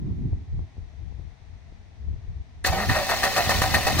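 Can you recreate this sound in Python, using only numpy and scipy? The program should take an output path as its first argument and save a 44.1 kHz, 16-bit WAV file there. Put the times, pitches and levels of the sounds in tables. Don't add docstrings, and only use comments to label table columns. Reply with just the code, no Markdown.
import sys
import numpy as np
from scipy import signal
from scipy.fft import rfft, irfft, next_fast_len
from scipy.io import wavfile
from scipy.ndimage import uniform_filter1d

SR = 44100
rng = np.random.default_rng(int(sys.argv[2]) if len(sys.argv) > 2 else 0)


def materialize(psi):
    bounded = np.clip(np.atleast_2d(psi).T, -1, 1)
    quanta = np.round(bounded * 32767).astype(np.int16)
    wavfile.write(sys.argv[1], SR, quanta)


N = 176400
T = np.arange(N) / SR
SIZE = next_fast_len(N + SR // 2)
HZ = np.maximum(np.arange(SIZE // 2 + 1) * SR / SIZE, 1e-3)
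START_S = 2.640
PORT_LAG_S = 0.00008
# (time [s], level [dB])
RASP = [(2.64, -25), (2.71, -32), (2.80, -33), (2.875, -33.5), (2.90, -28), (3.01, -30), (3.17, -28),
        (3.3, -28), (3.55, -25.5), (3.7, -27.5), (4.0, -27.5)]


def from_db(db):
    return 10 ** (np.asarray(db) / 20)


def rms_one(x):
    return x / np.sqrt(np.mean(np.abs(x) ** 2) + 1e-20)


def in_time(rows):
    return np.interp(T, *np.transpose(rows))


def at_hz(rows, column=1):
    rows = np.array(rows)
    return np.interp(np.log(HZ), np.log(rows[:, 0]), rows[:, column])


def filtered(x, response):
    return irfft(rfft(x, SIZE) * response, SIZE)[..., :N]


def colour(x, spectrum):
    return filtered(x, rms_one(from_db(at_hz(spectrum))))


def noise_pair(spectrum):
    return colour(rng.standard_normal((2, N)), spectrum)


def drift(rate_hz):
    return rms_one(filtered(rng.standard_normal(N), 1 / (1 + (HZ / rate_hz) ** 2)))


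def pan(db):
    return np.sqrt(2 / (1 + from_db(np.array([-db, db]) * 2)))


def port_pair(left, separate, likeness, lag_s=0):
    shared = filtered(left, likeness * np.exp(-2j * np.pi * HZ * lag_s))
    return np.array([left, shared + filtered(separate, np.sqrt(1 - likeness ** 2))])


def burst(start, attack, hold, release):
    rise = np.clip((T - start) / attack, 0, 1)
    return rise * np.exp(-np.maximum(T - start - attack - hold, 0) / release)


def evened(x, span_s):
    power = uniform_filter1d(x ** 2, int(span_s * SR))
    return x / np.sqrt(np.maximum(power, 1e-12))


def airfield():
    # (frequency [Hz], relative level [dB])
    spectrum = [(240, -44), (400, -4.5), (473, -6), (552, -13), (643, -2.5), (749, -4), (1170, -13),
                (1540, -15), (1930, -8.5), (2970, -17.5), (3790, -15.5), (5150, -21.5), (5910, -19),
                (7440, -31.5), (9350, -32.5), (10400, -52), (15500, -46)]
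    # (frequency [Hz], left-right likeness [0-1])
    likeness = [(300, 0.23), (800, 0.2), (2000, 0.1), (4000, 0.082), (16000, .05)]
    # (frequency [Hz], left minus right [dB])
    balance = [(60, -1), (110, 3), (200, 6), (380, 0), (700, 3.5), (1290, -3), (2380, 4), (4400, -1),
               (8120, 3), (15000, 2.0)]
    hiss = port_pair(*noise_pair(spectrum), at_hz(likeness))
    return from_db(-60.5) * filtered(hiss, pan(at_hz(balance)))


def wind_pops():
    # (time [s], level before the low-pass [dB], upper edge [Hz])
    pushes = [(0.255, -14, 450), (.332, -13, 1050), (0.593, -17, 1350), (0.769, -24.5, 850),
              (.782, -16, 480), (.940, -26, 800), (1.125, -20.5, 1000), (1.198, -20, 950),
              (1.725, -24.5, 700), (2.086, -23, 600)]
    # (frequency [Hz], relative level [dB])
    spectrum = [(60, 0.5), (200, 4), (450, -6.5), (1000, -11), (2000, -22), (4000, -39), (9000, -62)]
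    sound = 0
    for start, db, edge_hz in pushes:
        push = colour(signal.unit_impulse(N, int(start * SR)), spectrum)
        sound += from_db(db) * filtered(push, 1 / (1 + (HZ / edge_hz) ** 6))
    return sound


def wind_buffets():
    # (time [s], pitch [Hz], level [dB])
    thuds = [(.119, 103, -19), (.258, 130, -17), (0.331, 85, -15.5), (0.546, 84, -23.5), (2.291, 62.6, -23),
             (2.371, 70, -27), (2.405, 54, -25.5), (2.704, 86, -20), (2.874, 86.5, -18.5),
             (2.919, 113, -20), (3.476, 90, -20.5)]
    half_length_cycles, port_skew_rad = 0.73, np.array([[0], [1.46]])
    sound = 0
    for centre, hz, db in thuds:
        cycles = (T - centre) * hz
        phase = 2 * np.pi * (cycles + rng.random()) - port_skew_rad
        sound += from_db(db) * np.exp(-(cycles / half_length_cycles) ** 2) * np.sin(phase)
    return sound


def wind():
    # (time [s], level [dB])
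    gusts = [(0, -31.5), (.06, -31), (.33, -26.5), (.36, -29.5), (.46, -39), (.56, -25), (.66, -41.5),
             (.74, -53), (.79, -37), (.92, -45.5), (1.0, -31.5), (1.28, -39), (1.37, -48.5), (1.45, -40),
             (1.8, -44.5), (1.97, -48.5), (2.02, -32.5), (2.15, -32), (2.21, -45.5), (2.29, -33.5),
             (2.41, -38.5), (2.45, -49), (2.55, -39.5), (2.63, -36), (2.70, -27.5), (2.84, -36.5),
             (2.88, -24), (2.96, -33), (3.06, -38.5), (3.44, -38), (3.475, -33), (3.55, -29), (3.76, -29.5),
             (3.83, -36.5), (3.92, -26.5), (4, -30)]
    # (frequency [Hz], relative level [dB])
    rumble_spectrum = [(15, -24), (30, -7.5), (55, -0.5), (80, 4), (110, -7.5), (160, -19), (250, -29.5),
                       (500, -39.5), (1200, -83)]
    # (time [s], level [dB])
    turbulence = [(0, -35), (.11, -29), (.15, -37), (.255, -30), (.33, -41.5), (.37, -43), (.47, -53),
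                  (.56, -54), (.66, -55.5), (1.0, -58), (1.9, -58), (2.1, -52), (2.2, -56), (2.6, -57.5),
                  (2.85, -43), (2.9, -25.5), (2.98, -55), (3.43, -46), (3.5, -31), (3.64, -39.5),
                  (3.76, -28.5), (3.84, -42.5), (3.92, -29), (4, -25.5)]
    # (frequency [Hz], relative level [dB])
    eddy_spectrum = [(50, -22), (125, 2.5), (210, -4.5), (350, -12.5), (500, -34), (1000, -40), (3000, -76)]
    # (time [s], left minus right [dB])
    balance = [(0, -0.5), (.6, 0.5), (1.1, 13.5), (1.7, 7), (2.3, 6), (2.8, -1), (4, 0)]
    lumps_db = 3 * drift(rate_hz=14)
    rumble = from_db(in_time(gusts) + lumps_db) * evened(noise_pair(rumble_spectrum), span_s=0.0412)
    eddies = from_db(in_time(turbulence)) * evened(noise_pair(eddy_spectrum), span_s=0.0423)
    pressure = rumble + eddies + wind_pops() + wind_buffets()
    return port_pair(*pressure, likeness=0.2, lag_s=0.0005) * pan(in_time(balance))


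def rattle():
    # (pitch [Hz], relative level [dB])
    spectrum = [(1500, -10), (2600, -2), (4200, 0), (6200, -5), (7500, -10.5), (9000, -7), (11000, -15.5),
                (12500, -6), (15500, -20)]
    pings_per_s, ring_s, below_rasp_db = 900, 0.005, 8
    pitches, levels = np.transpose(spectrum)
    running_s = T[-1] - START_S
    pings, t = np.zeros((2, N + SR)), np.arange(SR // 25) / SR
    for when, height, size, side, skew in rng.random((int(pings_per_s * running_s), 5)):
        hz = pitches[0] * (pitches[-1] / pitches[0]) ** height
        onset = int((START_S + when * running_s) * SR)
        gain = from_db(np.interp(hz, pitches, levels) - 2 * np.log(max(size, 0.05)))
        ping = np.exp(-t / ring_s) * np.sin(2 * np.pi * (hz * t - np.array([[0], [skew]])))
        pings[:, onset:onset + len(t)] += gain * np.sqrt([[side], [1 - side]]) * ping
    pings = pings[:, :N] / np.std(pings[:, int(START_S * SR):N])
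    return pings * from_db(in_time(RASP) - below_rasp_db)


def starter_motor():
    # (time [s], pitch [Hz], level [dB])
    run_up = [(2.658, 110, -50), (2.739, 170.9, -34.5), (2.818, 207.5, -33.5), (2.871, 194.6, -42),
              (2.95, 218.8, -39.5), (3.02, 205.9, -51), (3.2, 225, -47.5), (4, 235, -45)]
    times, hz, db = np.transpose(run_up)
    pitch = np.interp(T, times, hz) * (1 + 0.03 * drift(rate_hz=53))
    phase = 2 * np.pi * np.cumsum(pitch) / SR
    gain = from_db(np.interp(T, times, db) + 2 * drift(rate_hz=40)) * (T > times[0])
    return gain * (np.sin(phase) + from_db(-11) * np.sin(2 * phase))


def gear_howl():
    # (time [s], length [s], starting pitch [Hz], level [dB])
    howls = [(2.721, 0.032, 785, -28.5), (2.785, .05, 740, -32.5), (2.96, 0.057, 640, -29),
             (3.091, 0.039, 720, -25.5), (3.371, 0.039, 740, -27.5)]
    # (multiple of the pitch, relative level [dB])
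    partials = [(1, 0), (2, -11), (3, -10), (4, -15), (6, -16), (8, -23)]
    sag_hz_per_s = 1246
    wobble, grit = 1 + 0.02 * drift(rate_hz=124.3), from_db(2 * drift(rate_hz=110))
    sound = 0
    for start, length, hz, db in howls:
        pitch = hz - sag_hz_per_s * np.clip(T - start, 0, length)
        phase = 2 * np.pi * (np.cumsum(pitch * wobble) / SR - pitch * np.array([[0], [PORT_LAG_S]]))
        howl = sum(from_db(partial_db) * np.sin(k * phase) for k, partial_db in partials)
        sound += from_db(db) * grit * burst(start, attack=0.006, hold=length, release=0.015) * howl
    return sound


def shimmer():
    ring_s, above_hz = 0.0084, 2500
    tail = rms_one(rfft(rng.standard_normal(N) * np.exp(-T / ring_s), SIZE))
    share = from_db(-6) / (1 + (above_hz / HZ) ** 4)
    return (1 + share * tail) / np.sqrt(1 + share ** 2)


def engine_block():
    # (frequency [Hz], width [Hz], gain [dB])
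    modes = [(557, 17.4, 11), (628, 13.4, 8.5), (718, 15, 4.5), (763, 20, 15.5), (997, 36, 6.5),
             (1187, 180, 5.5), (1464, 12, 6.5), (1845, 91, 8.5), (2543, 140, 8.5), (3090, 60, 5),
             (3290, 170, -6), (3607, 85, 7.5), (4227, 153, 10), (6650, 210, 3.5), (8740, 350, 3)]
    response = 1
    for hz, width_hz, db in modes:
        detuning = (HZ ** 2 - hz ** 2) / (HZ * width_hz)
        response *= 1 + (from_db(db) - 1) / (1 + 1j * detuning)
    return response


def gear_teeth():
    teeth_hz, jitter, spread_db, ring_s, rubbing = 156.5, 0.16, 6.5, 0.003, 1
    teeth_passed = np.cumsum(teeth_hz * np.exp(jitter * drift(rate_hz=60))) / SR
    contacts = np.diff(np.floor(teeth_passed), prepend=0) > 0
    hits = contacts * from_db(spread_db * rng.standard_normal(N))
    force = signal.lfilter([1], [1, -np.exp(-1 / (ring_s * SR))], hits + 1e-18)
    return evened(rms_one(force) + rubbing, span_s=0.0286)


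def gear_loads():
    # (time [s], length [s], groan [dB], clatter [dB], sizzle [dB])
    peaks = [(2.656, 0.028, -27.5, -26.5, -24.5), (2.716, 0.058, -27, -38, -50),
             (2.772, 0.075, -30, -30.5, -42), (2.894, 0.09, -34, -28, -46),
             (2.951, 0.048, -25.5, -31.5, -36), (3.091, 0.035, -25.5, -23.5, -30),
             (3.229, 0.039, -24, -24, -25.5), (3.361, 0.037, -22, -23, -26),
             (3.489, 0.034, -25.5, -25.5, -27), (3.614, .034, -26, -24.5, -27.5),
             (3.737, 0.038, -25, -26, -27), (3.864, 0.021, -21.5, -24.5, -25.5),
             (3.984, 0.028, -21.5, -24.5, -24)]
    def load(column, attack, hold_share, release):
        swells = [from_db(row[column]) * burst(row[0], attack, hold_share * row[1], release)
                  for row in peaks]
        return np.linalg.norm(swells, axis=0)
    return (load(column=2, attack=0.0053, hold_share=0.85, release=0.025),
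            load(column=3, attack=0.0033, hold_share=0.86, release=0.014),
            load(column=4, attack=0.005, hold_share=0.5, release=0.0059))


def gear_clanks():
    # (time [s], level [dB])
    clanks = [(2.640, -18), (2.886, -22), (3.228, -20.5), (3.500, -21), (3.738, -13.5), (3.987, -24)]
    return sum(from_db(db) * burst(start, 0.008, 0.0028, 0.014) ** 2 for start, db in clanks)


def engine():
    # (frequency [Hz], relative level [dB])
    groan = [(120, -5.5), (300, -10), (480, -5), (580, -4), (720, -3), (880, -4.5), (1100, -19.5),
             (1600, -26), (4000, -53)]
    clatter = [(400, -26), (800, -8), (1050, -3.5), (1280, 2), (1430, -3.5), (1750, -0.5), (2080, -2.5),
               (2280, -11.5), (2650, -7.5), (3200, -27), (4500, -11.5), (8000, -38)]
    sizzle = [(1500, -22), (3000, 1), (4800, 4), (6300, 1.5), (7500, -4), (9000, -0.5), (10500, -9.5),
              (12700, -0.5), (16000, -8)]
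    rasp = [(100, 2.5), (220, 0.5), (400, -0.5), (700, -2.5), (1400, -5.5), (2100, 0), (2300, -7.5),
            (3300, -3.5), (4000, -4.5), (4900, -2.5), (6500, -7.5), (7500, -12), (9000, -12.5),
            (10500, -15), (12600, -12), (16000, -9.5)]
    clank = [(400, -9.5), (900, -16.5), (1400, -16.5), (1800, 1), (2050, -7.5), (2400, -18.5),
             (4200, -13.5), (7000, -29.5), (16000, -29)]
    # (frequency [Hz], likeness [-1 to 1], left minus right [dB])
    ports = [(150, 0.23, -6.5), (330, -.15, -2), (430, 0.22, -1.5), (700, 0.9, 0), (1250, 0.89, .5),
             (1550, 0.6, 3), (1780, 1, 1.5), (2530, 0.84, 4), (2980, .45, -4), (3600, .55, -1),
             (4150, .15, 0.5), (5230, 0.73, 5.5), (6200, 0.08, -6), (8200, 0, 8.5), (12500, 0, 5),
             (16000, .2, 11)]
    engage_s, lag_above_hz = 0.028, 950
    metal, force = engine_block() * shimmer(), gear_teeth()
    groan_load, clatter_load, sizzle_load = gear_loads()
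    running = from_db(in_time(RASP)) * np.clip((T - START_S) / engage_s, 0, 1)
    voices = [(force * groan_load, groan), (force * clatter_load, clatter),
              (force ** 0.2 * sizzle_load, sizzle), (force ** 0.5 * running, rasp),
              (gear_clanks(), clank)]
    sound = 0
    for drive, spectrum in voices:
        chatter = evened(noise_pair(spectrum), span_s=0.0078)
        tone = rms_one(from_db(at_hz(spectrum)))
        metal_gain = np.sqrt(np.mean(np.abs(metal * tone) ** 2))
        sound += filtered(drive * chatter, metal / metal_gain)
    likeness = np.clip(at_hz(ports), -0.99, 0.99)
    lag_s = PORT_LAG_S / (1 + (lag_above_hz / HZ) ** 2)
    return filtered(port_pair(*sound, likeness, lag_s), pan(at_hz(ports, column=2)))


def scene():
    return engine() + starter_motor() + gear_howl() + rattle() + wind() + airfield()


def record(dry):
    cutoff_hz = 15850
    return filtered(dry, 1 / (1 + (HZ / cutoff_hz) ** 500))


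dry = scene()
out = record(dry)
materialize(out)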